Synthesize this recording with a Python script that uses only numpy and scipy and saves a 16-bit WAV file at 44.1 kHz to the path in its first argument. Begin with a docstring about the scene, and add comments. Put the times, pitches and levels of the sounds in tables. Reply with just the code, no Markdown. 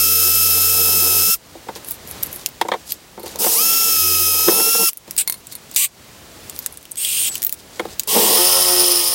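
"""The listener first hears a cordless drill boring a steel plate: motor whine, gear hum, fan hiss and a judder.
Between holes the drill is laid down, its chuck is spun, ratcheted and refitted, and the plate is knocked.
Rotating parts are sums of sines locked to one shaft phase; hiss and friction are shaped noise;
struck parts are noise through resonances or decaying modes. A soft workshop hush lies under it all."""
import sys
import numpy as np
from scipy import signal
from scipy.fft import rfft, irfft, next_fast_len
from scipy.io import wavfile
from scipy.ndimage import uniform_filter1d, map_coordinates

SR = 44100
rng = np.random.default_rng(int(sys.argv[2]) if len(sys.argv) > 2 else 0)


def field_ratio(decibels):
    """Amplitude ratio for a level in dB (20 dB per decade); scalars and array-likes work."""
    return 10 ** (np.asarray(decibels, dtype=float) / 20)


def store_wav(level_fs):
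    """Save 16-bit WAV to argv[1]."""
    pcm = np.round(np.clip(np.atleast_2d(level_fs), -1, 1) * 32767)
    wavfile.write(sys.argv[1], SR, pcm.T.astype(np.int16))


N = 403074
TOP_HZ = 15900

# Levels in the tables are relative unless called peak.
# Motor shaft speed: [t/s, speed/(rev/s)]
SHAFT_SPEED = [(0, 327.7), (.57, 326.9), (.95, 326.5), (1.14, 324.7), (1.2, 326.1), (1.28, 329.7),
               (1.335, 335.8), (1.35, 333), (1.37, 190), (3.38, 65), (3.455, 92), (3.49, 109), (3.52, 163),
               (3.54, 208), (3.57, 270), (3.6, 312), (3.62, 323), (3.655, 331), (3.695, 333.8),
               (3.76, 335.2), (3.855, 332.6), (3.935, 327.8), (4.015, 320.6), (4.2, 320), (4.34, 320.2),
               (4.46, 321), (4.495, 325.2), (4.575, 330.3), (4.615, 335.2), (4.655, 337.7), (4.74, 339.8),
               (4.815, 337.7), (4.885, 336), (4.905, 170), (5.18, 150), (5.215, 215), (5.245, 150),
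               (5.76, 130), (5.775, 195), (5.79, 240), (5.81, 278), (5.83, 293), (5.85, 295), (5.89, 150),
               (6.97, 60), (7.3, 100), (8.07, 40), (8.25, 200), (8.36, 300), (8.4, 315.8), (8.45, 322),
               (8.62, 322.5), (8.75, 320.5), (8.9, 315.4), (8.97, 312), (9.14, 311)]
# Trigger pulls: [on t/s, off t/s, rise/s, early hiss level/dB, late hiss level/dB]
PULLS = [(-.1, 1.343, .03, -11.5, -12), (3.386, 4.89, 0.055, -12, -13), (5.176, 5.216, .003, -14, -13),
         (5.76, 5.852, .003, -12.5, -14), (6.968, 7.286, 0.12, -18, -15), (8.072, 9.2, 0.14, -8.5, -18)]
# State of each pull: 0 thin bit cutting, 1 breaking through, 2 spinning free, 3 thick bit cutting
STATE = [0, 1, 2, 2, 2, 3]
# Hiss colour, one table a pull, as the drill's angle and bit change: [f/Hz, level/dB]
HISS_COLOUR = [
    [(650, -59), (1100, -26), (1290, -9.5), (1760, -20), (2460, -16), (2550, -10.5), (2950, -12.5),
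     (3120, -11), (4610, -10), (5050, -3.5), (7220, -5.5), (13200, 1.5), (16000, -2)],
    [(650, -39), (1100, -22), (1320, -10.5), (1440, -19.5), (1760, -18.5), (2250, -16.5), (2610, -10),
     (4510, -9), (5220, -1), (7470, -5.5), (10600, -0.5), (15000, 0), (16000, -0.5)],
    [(650, -75), (1100, -37), (1650, -25), (1820, -28), (2700, -12.5), (6310, -27), (8260, -3),
     (8940, -10.5), (16000, -21)],
    [(650, -49), (1100, -27), (1510, -22), (2280, -0.5), (5520, -8.5), (8170, 6), (10000, -1), (15100, 1),
     (16000, -7)],
    [(650, -61), (1100, -30), (1840, -25), (2730, -7.5), (3570, -11), (4130, -13.5), (6460, -12.5),
     (8940, -2), (10000, -9.5), (13700, -9.5), (16000, -8)],
    [(650, -32), (1100, -3), (1290, -32), (1660, -20.5), (1880, -12.5), (2300, -15.5), (3080, -5),
     (4360, -10), (4990, -5.5), (7060, -10.5), (9350, -3), (10100, -8), (16000, -5)],
]
# Unevenness of the hiss over time and frequency, one value a state: [rms depth/dB]
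PATCHY_DB = [0.77, 1.5, 2.06, 1.1]
# Brief boost or dip of the hiss at switch-on, one value a state;
# a freely spinning drill starts with a burst: [level/dB]
ONSET_DB = [0, 2, 5, -3]
# Motor tones, with the planetary gear mesh at 9.8: [multiple of the shaft speed]
WHINE_ORDERS = [4, 8, 9.8, 12, 16, 20, 28, 32, 36, 40, 44, 44.9, 48, 80, 120]
# Strength of each motor tone, one row a state: [level/dB]
WHINE_DB = [
    [1, 2.5, -6, -10, 8, -1, -7, -5, -6, 8.5, 1, 0, -7, 0, 0],
    [-1, -3, -8, -14, 4.5, -1, -12, -14, -12, 5, -6, -5, -8, 3, 3],
    [0, 3, -5, -5, 2, -3, 0, -3, -3, 10, -5, -5, -5, 8, -5],
    [0, -5, -4, -20, -10, -3, -20, -20, -20, -4, -12, -10, -22, -20, -20],
]
# The same once the thin bit is through the plate and the motor runs unloaded: [level/dB]
UNLOADED_DB = [-1, 0, -8, -14, 5, -2, -10, 6, -8, 5, -7, -7, -9, 0, 0]
# Nominal depth of the motor tones under the hiss, one value a state: [depth/dB]
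WHINE_UNDER_DB = [21, 16.5, 26, 23.5]
# Housing resonances that lift tones passing through: [f/Hz, width/Hz, lift/dB]
CASING = [(8300, 700, 7), (11500, 1200, 2)]
# Bit on the plate, one table a hole:
# [t/s, gear hum level/dB, plate drone level/dB, judder level/dB, share of judder locked to the gears 0-1]
BORING = [
    [(0, -35, -44, -36.5, 0.82), (.6, -32, -45, -36, 0.62), (.85, -33, -40, -33, 0.43),
     (1.1, -33.5, -36.5, -33, 0.34), (1.22, -32, -36, -35, .5), (1.3, -47, -57, -34, .6),
     (1.33, -49, -70, -68, 0.3)],
    [(3.37, -60, -60, -44, 0), (3.41, -55, -60, -29, 0), (3.56, -67, -62, -33, 0),
     (3.78, -63, -50, -38.5, .8), (3.86, -55, -50, -38, 0.5), (4.03, -33.5, -34.5, -40.5, 0.56),
     (4.22, -33, -33, -39.5, .4), (4.46, -41, -44, -35, 0.17), (4.56, -50, -40, -30, 0),
     (4.85, -65, -55, -47, 0.6), (4.89, -76, -76, -56, 0.6)],
    [(8.068, -70, -60, -33, 0), (8.12, -50, -50, -28.5, 0.04), (8.165, -53, -38, -16.5, 0.02),
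     (8.22, -52, -40, -21, 0), (8.35, -61, -38, -22.5, 0.02), (8.4, -52, -19.5, -23.5, 0.95),
     (8.51, -46, -34.5, -26.5, 1), (8.68, -47, -28, -26, 0.97), (8.78, -48, -21, -27, 0.95),
     (9, -50, -29, -33.5, 0.93), (9.14, -52, -49, -36.5, .8)],
]
# Gear growl passed on to the plate, one table a state: [multiple of the carrier turn, level/dB]
GROWL = [
    [(2, -5), (3, -9.5), (5, 0.5), (6, -31), (8, -9.5)],
    [(2, -8.5), (3, -9), (5, -5.5), (6, -30), (8, -9.5), (9, -11), (10, -29)],
    [(2, 0)],
    [(2, -20), (5, -8.5), (6, -1), (7, -10.5), (8, -4.5), (9, -10), (10, -5.5), (11, -16), (12, -23),
     (14, -16), (15, -12.5), (16, -17), (17, -14.5), (20, -15), (21, -11)],
]
# Unsteadiness of the judder and of the plate drone, one value a state: [depth/dB]
JUDDER_FLUTTER_DB = [1.5, 1, 0, 1.5]
DRONE_FLUTTER_DB = [6, 4.5, 0, 1]
# Bit snagging on the rim, jolting the plate: [t/s, half length/s, judder level/dB, boom level/dB, boom f/Hz]
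SNAGS = [(4.49, 0.011, -17, -9, 350), (4.518, 0.027, -26.5, -33, 418), (4.6, .015, -28, -36, 480),
         (4.678, 0.016, -41, -21.5, 450), (4.756, 0.008, -31, -34, 449), (4.81, 0.022, -26.5, -20.5, 455)]
# Resonances of the plate on its stand: [f/Hz, width/Hz, level/dB]
PLATE = [(209.4, 24, -6), (329, 29, -4.5), (448, 43, 3), (615, 86, -9), (727, 45, -3.5), (908, 86, -3),
         (1077, 103, -9), (1380, 340, -17), (1980, 420, -19), (2240, 220, -19.5), (3450, 620, -27.5)]
# Workshop hush: [t/s, level/dB], and its colour: [f/Hz, level/dB]
HUSH = [(1.4, -50.5), (1.55, -41), (1.75, -40), (2.3, -35), (2.43, -39), (2.76, -43.5), (3.22, -45),
        (3.3, -38.5), (4.94, -54), (5.05, -46), (5.11, -41), (5.25, -46), (5.74, -42.5), (5.9, -50.5),
        (6.01, -43), (6.5, -39.5), (6.64, -41), (6.82, -45.5), (7.4, -40), (7.5, -47), (7.78, -41),
        (7.9, -38), (8.05, -44.5)]
HUSH_COLOUR = [(12, -38), (20, -14.5), (65, 1.5), (319, -2), (446, -3), (499, -3), (780, -6), (1480, -9.5),
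               (4420, -11.5), (14300, -19), (16000, -14)]
# Strokes of glove and swarf on steel: [middle t/s, length/s, level/dB, centre f/Hz]
STROKES = [(1.905, 0.083, -32.5, 10600), (2.1, 0.06, -37, 11800), (2.25, .05, -36, 12000),
           (2.347, .06, -33.5, 11800), (2.41, .07, -42, 7000), (2.81, 0.11, -53, 5000),
           (2.908, 0.065, -30.5, 7400), (3.285, .11, -40, 6200), (5.126, .06, -46, 9000),
           (5.23, 0.039, -51, 8400), (5.38, .05, -47, 9800), (5.523, 0.05, -39, 6200),
           (5.744, .06, -41, 6500), (6.487, 0.12, -48, 7000), (6.577, .06, -39, 9800),
           (6.635, .06, -40, 6900), (6.81, .08, -57, 8700), (7.35, 0.08, -31.5, 6200),
           (7.468, 0.13, -40, 10000), (7.59, 0.045, -48, 5900), (7.76, 0.083, -44.5, 4500),
           (7.923, 0.039, -38, 5000), (8.013, .05, -41, 7000)]
# Blows on the plate: [t/s, body peak level/dB, crack level/dB, contact time/s]
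KNOCKS = [(1.553, -28, -17, 0.046), (1.668, -28, -25, .05), (1.685, -14.5, -14, 0.057),
          (1.758, -24, 7, 0.1), (2.613, -1, -5.5, .036), (2.649, -15.5, -19, .08),
          (2.685, -10.5, -4.5, 0.031), (2.717, -4.5, -30, 0.055), (2.736, -9, -18, 0.059),
          (2.744, -18.5, -23, .06), (3.176, -23, -21, 0.16), (3.235, -22, -30, .079),
          (3.26, -23.5, 5, 0.11), (3.352, -23, -12, 0.094), (3.443, -14, 9.5, .049),
          (3.462, -11, -14, .059), (4.482, -5, -25, .055), (4.599, -11.5, -18, 0.039),
          (4.747, -16.5, -5, .064), (4.828, -17, -20, 0.041), (5.078, -30, 4, .038),
          (7.795, -8.5, -12, 0.035), (7.815, -25.5, -25, 0.16), (7.853, -15.5, -7, 0.025),
          (7.868, -30, -25, .1)]
# Ticks of chuck, trigger and swarf: [t/s, peak level/dB, centre f/Hz, ring level/dB]
TICKS = [(1.753, -21, 4780, 10), (1.8467, -18, 9900, 2), (1.886, -13, 12000, 9), (1.9097, -5.5, 15000, 14),
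         (1.918, -11, 10900, 4), (2.0749, -16, 12400, -8), (2.112, -13, 11700, 7), (2.228, -11, 12300, 7),
         (2.2324, -2, 12400, 5), (2.2614, -19, 12100, 5), (2.268, -15, 12000, 5), (2.3286, -11, 12200, 4),
         (2.3605, -12, 12000, 5), (2.4613, 3, 14200, -17), (2.4882, -19, 14000, 12),
         (2.9209, -2.5, 13300, 2), (3.2605, -20, 9500, -2), (3.2793, -15, 4080, 0),
         (3.3587, -11.5, 8400, -24), (4.9322, -16.5, 12500, 5), (4.973, -11.5, 9600, -7),
         (5.1098, -6, 10900, -14), (5.1656, -7, 10500, -9), (5.181, 1, 8170, -11), (5.1874, 2, 9090, -11),
         (5.1988, -3, 8320, -6), (5.4697, -16.5, 7740, 2), (5.714, -14.5, 7460, -1),
         (5.741, -18, 11000, -8), (5.7472, -12, 11900, -15), (5.7618, 5, 8250, -21), (6.497, -11, 7900, 2),
         (6.563, -17, 9530, -4), (6.5903, -7, 14600, 0), (6.6619, 2.5, 7160, -18), (6.6253, -24, 12000, -4),
         (6.7092, -30, 14000, -4), (6.725, -19, 10800, 9), (6.7414, -25, 10000, -4),
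         (6.8284, -24, 9000, -4), (6.773, -16.5, 9200, -1), (6.8538, -22, 3070, 1.5),
         (6.913, -18, 12000, 10), (6.9173, -14, 9200, 13), (6.957, -14.5, 8180, -17),
         (7.0484, -1, 3200, -1.5), (7.3546, 1, 3070, 2.5), (7.3794, -13, 10800, -2),
         (7.4203, -3, 10800, -8), (7.4287, 1, 10700, -5), (7.4372, -6, 14500, 4), (7.4482, -0.5, 14300, 12),
         (7.4667, -0.5, 14800, 11), (7.4944, -6, 14800, -6), (7.5255, -2, 14800, 0), (7.541, -18, 9000, -4),
         (7.59, -27, 6000, -4), (7.8016, -21, 9540, -3), (7.9961, 6, 6400, -11), (8.0343, -14, 7900, -3),
         (8.075, -11, 14500, -4)]
# Modes of a loose steel drill bit: [f/Hz, level/dB, t60/s]
STEEL = [(1048, -20, .07), (2160, -11, .045), (3700, -14, .03), (4130, -18.5, .04), (4320, -3, .04),
         (7000, -26, .04), (9300, 0.5, .08), (9900, -5, .035), (11900, -2, .04), (12700, -6, .04),
         (13700, -20, .035), (15000, -8, .03)]
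# Contacts of that loose bit: [t/s, level/dB, ring share 0-1]
CLINKS = [(3.1961, -26, 0.95), (3.2317, -24, 1), (5.2759, 0.5, 0.43), (5.2978, 1, 0.37), (5.3236, -4, 0.36),
          (5.3418, -15.5, 0.84), (5.5049, -47, 0.81), (5.524, -15.5, 0.8), (5.5522, -13, 0.66)]
# Chuck slipping in the hand: [t/s, f/Hz, level/dB]
SQUEAL = [(6.97, 7931, -38), (6.988, 8370, -25.5), (7.058, 9400, -30), (7.076, 9000, -38),
          (7.224, 8820, -23.5), (7.252, 8800, -28), (7.314, 7700, -32), (7.352, 8069, -33),
          (7.36, 8034, -40)]
# Thin wavering streaks shed by the slipping chuck: [t/s, level of all together/dB]
STREAKS = [(7.04, -45), (7.06, -31), (7.2, -35), (7.28, -30.5), (7.3, -45)]
# Resonances of the thick bit: [f/Hz, width/Hz, level/dB], and its singing as it cuts: [t/s, level/dB]
BIT = [(1900, 36, -29), (3200, 48, -19), (3740, 120, -29), (5180, 350, 2.5), (5420, 30, 1),
       (9520, 210, 3.5), (10800, 200, -1), (11600, 59, 0), (12400, 100, -17), (13000, 35, -15),
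       (15200, 310, -12), (14800, 82, 1)]
SINGING = [(8.1, -68), (8.316, -25), (8.426, -21), (8.6, -19.5), (8.8, -19), (8.97, -20.5), (9.02, -24),
           (9.05, -20.5), (9.14, -25)]

GEAR, SPINDLE = .28, .08  # turns of the planet carrier and of the bit per motor turn


def unit(x):
    """Normalisation to an rms of 1."""
    return x / np.sqrt(np.mean(x ** 2) + 1e-20)


def along(points, hz):
    """Interpolation of (f/Hz, value) points on a logarithmic frequency axis."""
    f, v = np.transpose(points)
    return np.interp(np.log(hz + 1), np.log(f + 1), v)


def curves(rows, start=0, stop=N):
    """Linear interpolation in time: one value a sample for each column after t/s."""
    s, *cols = np.transpose(rows)
    return [np.interp(np.arange(start, stop) / SR, s, c) for c in cols]


def stretch(rows):
    """First sample, last sample and window of a table's span, soft-edged except at the scene's own ends."""
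    start, stop = max(int(rows[0][0] * SR), 0), min(int(rows[-1][0] * SR), N)
    k = np.arange(stop - start)
    from_start = k + (start == 0) * SR
    to_end = k[::-1] + (stop > N - 99) * SR
    return start, stop, np.clip(np.minimum(from_start, to_end) / 200, 0, 1)


def wobble(n, rate):
    """Random modulation: a smooth curve through rate random knots a second."""
    knots = rng.standard_normal(int(n * rate / SR) + 4)
    return map_coordinates(knots, [np.arange(n) * rate / SR])


def filtered(x, response):
    """Linear filtering: the spectrum multiplied by a complex response of frequency."""
    m = next_fast_len(x.shape[-1] + 2048)
    return irfft(rfft(x, m) * response(np.fft.rfftfreq(m, 1 / SR)), m)[..., :x.shape[-1]]


def modes(table):
    """Superposition of damped resonances of alternating sign, as a causal frequency response."""
    return lambda f: sum((-1) ** k * field_ratio(db) * 1j * f * width / (centre * centre - f * f + 1j * f * width)
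                         for k, (centre, width, db) in enumerate(table))


def coloured(n, spectrum):
    """Random noise of rms 1 with a prescribed spectrum."""
    return unit(filtered(rng.standard_normal(n), lambda hz: field_ratio(along(spectrum, hz))))


def trigger(pull, t):
    """Switching transient: hiss level of a pull with a quick rise, a slow drift, then the brake."""
    on, off, rise, early_db, late_db = pull
    rising_db = -10 * np.exp(-3 * (t - on) / max(rise, .001))
    braking_db = 1098 * np.clip(t - off, 0, None)  # 1098 dB/s
    return np.interp(t, [on, off], [early_db, late_db]) + rising_db - braking_db


def patchy(x, depth_db):
    """Spectral modulation of noise: drifting patches of more and less energy."""
    z = signal.stft(x, nperseg=256)[2]
    field = uniform_filter1d(rng.standard_normal(z.shape), size=3, axis=0)
    field = uniform_filter1d(field, size=14, axis=1)
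    return signal.istft(z * field_ratio(depth_db * unit(field)), nperseg=256)[1][:len(x)]


def tones(phase, multiples, levels_db, flutter_db, rate):
    """Line spectrum of one turning part: slightly unsteady multiples, whose level may be a curve."""
    n = len(phase)
    out = 0
    for k, db in zip(multiples, levels_db):
        flutter = wobble(n // 16 + 1, 16 * rate).repeat(16)[:n]  # held for 16 samples
        out = out + field_ratio(db + flutter_db * flutter) * np.sin(k * phase + rng.uniform(0, 2 * np.pi))
    return out


def fan_hiss(pull, colour, state, t, shaft):
    """Broadband flow noise, throbbing with the bit and the shaft and gritty with brush sparks."""
    n = len(t)
    onset_db = ONSET_DB[state] * np.exp(-(t - pull[0]) / 0.0059)  # dies away within milliseconds
    hiss_db = trigger(pull, t) + 0.2 * wobble(n, 13) + onset_db
    turning_db = .5 * np.sin(SPINDLE * shaft) + 0.22 * np.sin(shaft)
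    throb = field_ratio(turning_db + 0.25 * wobble(n, 38.6) + 0.38 * wobble(n, 900))
    return field_ratio(hiss_db - 1.5) * unit(throb * patchy(coloured(n, colour), PATCHY_DB[state]))


def motor_whine(pull, state, t, speed, shaft):
    """Tones locked to shaft rotation, harmonics of the motor plus the gear mesh at 9.8 turns, lifted where they
    cross the resonances of the housing."""
    slow_db = 20 * np.log10(np.clip(speed / 310, .01, 1))
    through = (state == 1) & (t > 4.52)
    levels_db = []
    for k, loaded_db, free_db in zip(WHINE_ORDERS, WHINE_DB[state], UNLOADED_DB):
        hz = k * speed
        lift_db = sum(db / (1 + ((hz - centre) / width) ** 2) for centre, width, db in CASING)
        # low orders only clear near full speed; high ones stay as thin treble streaks
        slope = 2 + .3 * k if k < 30 else .5
        silent = (hz > TOP_HZ) | (k > 30) & (hz < 6800)
        levels_db.append(np.where(through, free_db, loaded_db) + lift_db + slope * slow_db - 99 * silent)
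    whine_db = trigger(pull, t) - WHINE_UNDER_DB[state]
    return field_ratio(whine_db + 1.5) * tones(shaft, WHINE_ORDERS, levels_db, flutter_db=-0.74, rate=54)


def shaken_plate(hole, state, t, start, carrier):
    """Forced vibration through the bit: gear hum, plate drone, snag booms and judder."""
    n = len(t)
    hum_db, drone_db, judder_db, locked = curves(hole, start, start + n)
    locked = np.clip(locked, 0, 1)
    drone_db = drone_db + DRONE_FLUTTER_DB[state] * wobble(n, 30.2)
    jolts, booms = np.zeros((2, n))
    for s, half, jolt_db, boom_db, hz in SNAGS:
        pulse = np.exp(-((t - s) / half) ** 2)
        jolts += pulse * field_ratio(jolt_db)
        booms += pulse * field_ratio(boom_db) * np.sin(2 * np.pi * hz * t)
    shake = field_ratio(judder_db + JUDDER_FLUTTER_DB[state] * wobble(n, 30.34)) + jolts
    hum = field_ratio(hum_db) * np.sin(carrier)
    # the fourth gear order sits on a plate resonance
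    drone = field_ratio(drone_db) * np.sqrt(locked) * np.sin(4 * carrier)
    # a bit that bites passes on the gear lines; a skating bit gives lumpy noise
    growl = tones(carrier, *np.transpose(GROWL[state]), flutter_db=3.0, rate=18.44)
    skate = rng.standard_normal(n) * field_ratio(0.8 * wobble(n, 71.56))
    skate = filtered(skate, lambda hz: modes(PLATE)(hz) / (1 + 1j * hz / 1400) ** 2)
    judder = np.sqrt(locked) * unit(growl) + np.sqrt(1 - locked) * unit(skate)
    return hum + drone + booms + shake * judder


def drill():
    """Common-shaft excitation: one phase drives hiss, whine and plate in each pull of the trigger."""
    out = np.zeros(N)
    holes = iter(BORING)
    for pull, colour, state in zip(PULLS, HISS_COLOUR, STATE):
        start, stop, window = stretch([pull[:1], [pull[1] + .045]])
        n, t = stop - start, np.arange(start, stop) / SR
        speed = curves(SHAFT_SPEED, start, stop)[0]
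        shaft = 2 * np.pi * np.cumsum(speed * (1 + .0011 * wobble(n, 70))) / SR
        sound = fan_hiss(pull, colour, state, t, shaft) + motor_whine(pull, state, t, speed, shaft)
        if state != 2:  # spinning free, nothing reaches the plate
            sound += shaken_plate(next(holes), state, t, start, GEAR * shaft)
        out[start:stop] += window * sound
    return out


def hush():
    """Diffuse background: far, smooth workshop noise, almost alike in both channels."""
    level = field_ratio(curves(HUSH)[0] + wobble(N, 7))
    mid = coloured(N, HUSH_COLOUR)
    side = field_ratio(-25.5) * coloured(N, [(50, -8), (900, -18), (1500, -19.5), (16000, -26)])
    return level * np.array([mid + side, mid - side])


def rubbing():
    """Sliding friction: clumped scratchy noise; each stroke mixes a dull and a bright surface by its pitch."""
    t = np.arange(N) / SR
    grains = rng.standard_normal((2, N)) * field_ratio(2.2 * wobble(N, 150) + 2.5 * wobble(N, 700))
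    dull_modes = modes([(4500, 3500, 0), (8500, 2500, -3)])
    dull = unit(filtered(grains[0], lambda hz: dull_modes(hz) * hz / (hz + 3000)))
    bright = unit(filtered(grains[1], lambda hz: modes([(11500, 6000, 0)])(hz) ** 2))
    swells = [(field_ratio(db) * np.exp(-(2 * (t - s) / length) ** 2), hz) for s, length, db, hz in STROKES]
    # faint handling that never quite stops
    swells.append((field_ratio(-55 + 1.1 * wobble(N, 5.9)), 5140))
    dull_power, bright_power = np.zeros((2, N))
    for gain, hz in swells:
        share = np.clip((hz - 4000) / 7000, 0, 1)
        dull_power += gain ** 2 * (1 - share)
        bright_power += gain ** 2 * share
    return np.sqrt(dull_power) * dull + np.sqrt(bright_power) * bright


def bench(x):
    """Early reverberation: a short, delayed, decaying answer from the bench and walls."""
    t = np.arange(SR // 5) / SR
    tail = rng.standard_normal(len(t)) * field_ratio(-60 * t / 0.038)
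    return signal.fftconvolve(np.pad(x, (130, 0)), tail / np.linalg.norm(tail))[:N]


def knocks():
    """Impact excitation: contact noise rings the plate; harder blows favour upper modes; a bright crack is added."""
    out, t = np.zeros(N + SR), np.arange(SR // 6) / SR
    for s, db, crack_db, contact in KNOCKS:
        tilt = 5.5 + 0.4 * db  # dB per octave
        push, grit = rng.standard_normal((2, len(t)))
        fade = field_ratio(-60 * t / max(contact, .004))
        struck = [(hz, width, level + tilt * np.log2(hz / 440)) for hz, width, level in PLATE]
        blow = (abs(push) * (t < .001) * 0.35 + push) * fade
        body = filtered(blow, lambda hz: modes(struck)(hz) * 1j * hz / (300 + 1j * hz))
        crack = filtered(grit, lambda hz: 1j * hz / (1800 + 1j * hz) / (1 + 1j * hz / 7000)) * fade ** 1.1
        out[round(s * SR):][:len(t)] += field_ratio(db) * (body / abs(body).max() + field_ratio(crack_db - 6.5) * crack)
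    return out[:N]


def ticks():
    """Impulse response of small parts: a sharp broad click, then a short ring around the part's own pitch."""
    out, t = np.zeros(N + SR), np.arange(SR // 16) / SR
    # each rubbing stroke sheds a faint tick as well
    faint = [(s + length * (u - .5), -32 + 8 * (v - .5), hz, -5)
             for (s, length, _, hz), (u, v) in zip(STROKES, rng.random((len(STROKES), 2)))]
    for s, db, centre_hz, ring_db in TICKS + faint:
        snap, grit = rng.standard_normal((2, len(t)))
        ring = unit(filtered(grit, modes([(centre_hz, 0.093 * centre_hz, 0)]))) * field_ratio(-60 * t / 0.012)
        snap = snap * field_ratio(3.5 - 60 * t / 0.0045)
        click = filtered(snap + field_ratio(ring_db) * ring, lambda hz: (1j * hz / (1700 + 1j * hz)) ** 4)
        out[round(s * SR):][:len(t)] += field_ratio(db) * click / abs(click).max()
    return out[:N]


def clinks():
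    """Modal vibration: every contact rings the steel rod's modes at new strengths, over a short crack."""
    out, t = np.zeros(N + SR), np.arange(SR // 8) / SR
    for s, db, share in CLINKS:
        ring = sum(field_ratio(level + rng.normal(0, 2.0) - 60 * t / t60) * np.sin(2 * np.pi * hz * t)
                   for hz, level, t60 in STEEL)
        ring *= field_ratio(4.0 * wobble(len(t), 590))  # it rattles against its neighbours
        crack = np.diff(rng.standard_normal(len(t) + 1)) * field_ratio(-60 * t / 0.019)
        out[round(s * SR):][:len(t)] += field_ratio(db - 13.0) * (share * ring + 1.15 * crack)
    return out[:N]


def squeal():
    """Friction oscillation: a thin tone, unsteady in pitch and level."""
    start, stop, window = stretch(SQUEAL)
    hz, db = curves(SQUEAL, start, stop)
    n = stop - start
    phase = 2 * np.pi * np.cumsum(hz + 90 * wobble(n, 199)) / SR
    out = np.zeros(N)
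    out[start:stop] = window * field_ratio(db + 4.5 + 2.4 * wobble(n, 153)) * np.sin(phase)
    return out


def streaks(count=14):
    """Many weak friction oscillations, whose tones wander and come and go."""
    start, stop, window = stretch(STREAKS)
    n = stop - start
    lines = np.zeros(n)
    for hz in 2400 * field_ratio(rng.uniform(0, 9.9, count)):
        wandering_hz = hz * (1 + 0.034 * wobble(n, 3) + 0.0067 * wobble(n, 147))
        lines += field_ratio(3.5 * wobble(n, 25)) * np.sin(2 * np.pi * np.cumsum(wandering_hz) / SR)
    out = np.zeros(N)
    out[start:stop] = window * field_ratio(curves(STREAKS, start, stop)[0]) * unit(lines)
    return out


def bit_song():
    """Resonance under repeated excitation: chips breaking at both lips each turn keep the bit ringing."""
    start, stop, window = stretch(SINGING)
    n = stop - start
    turn = 2 * np.pi * SPINDLE * np.cumsum(curves(SHAFT_SPEED, start, stop)[0]) / SR
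    burst_db = 0.62 * np.sin(turn) + 0.98 * np.sin(2 * turn) + 0.98 * wobble(n, 120.7)
    chips = rng.standard_normal(n) * field_ratio(burst_db)
    level = field_ratio(curves(SINGING, start, stop)[0] + 3.5 + 1.6 * wobble(n, 45))
    out = np.zeros(N)
    out[start:stop] = window * level * unit(filtered(chips, modes(BIT)))
    return out


def scene():
    """Superposition: near sources are central; the bench answers the handling more than the motor."""
    motor = drill() + bit_song()
    handling = squeal() + streaks() + knocks() + clinks() + ticks() + rubbing()
    return motor + handling + bench(field_ratio(-22) * motor + field_ratio(-9.5) * handling) + hush()


def low_pass(x):
    """Removes everything above the highest recorded frequency."""
    return signal.sosfilt(signal.butter(12, 17030, fs=SR, output="sos"), x)


def record(dry):
    """Band limitation, then clipping at full scale."""
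    mix = np.clip(filtered(dry, lambda hz: hz < TOP_HZ), -1, 1)
    return low_pass(mix)


dry = scene()
out = record(dry)
store_wav(out)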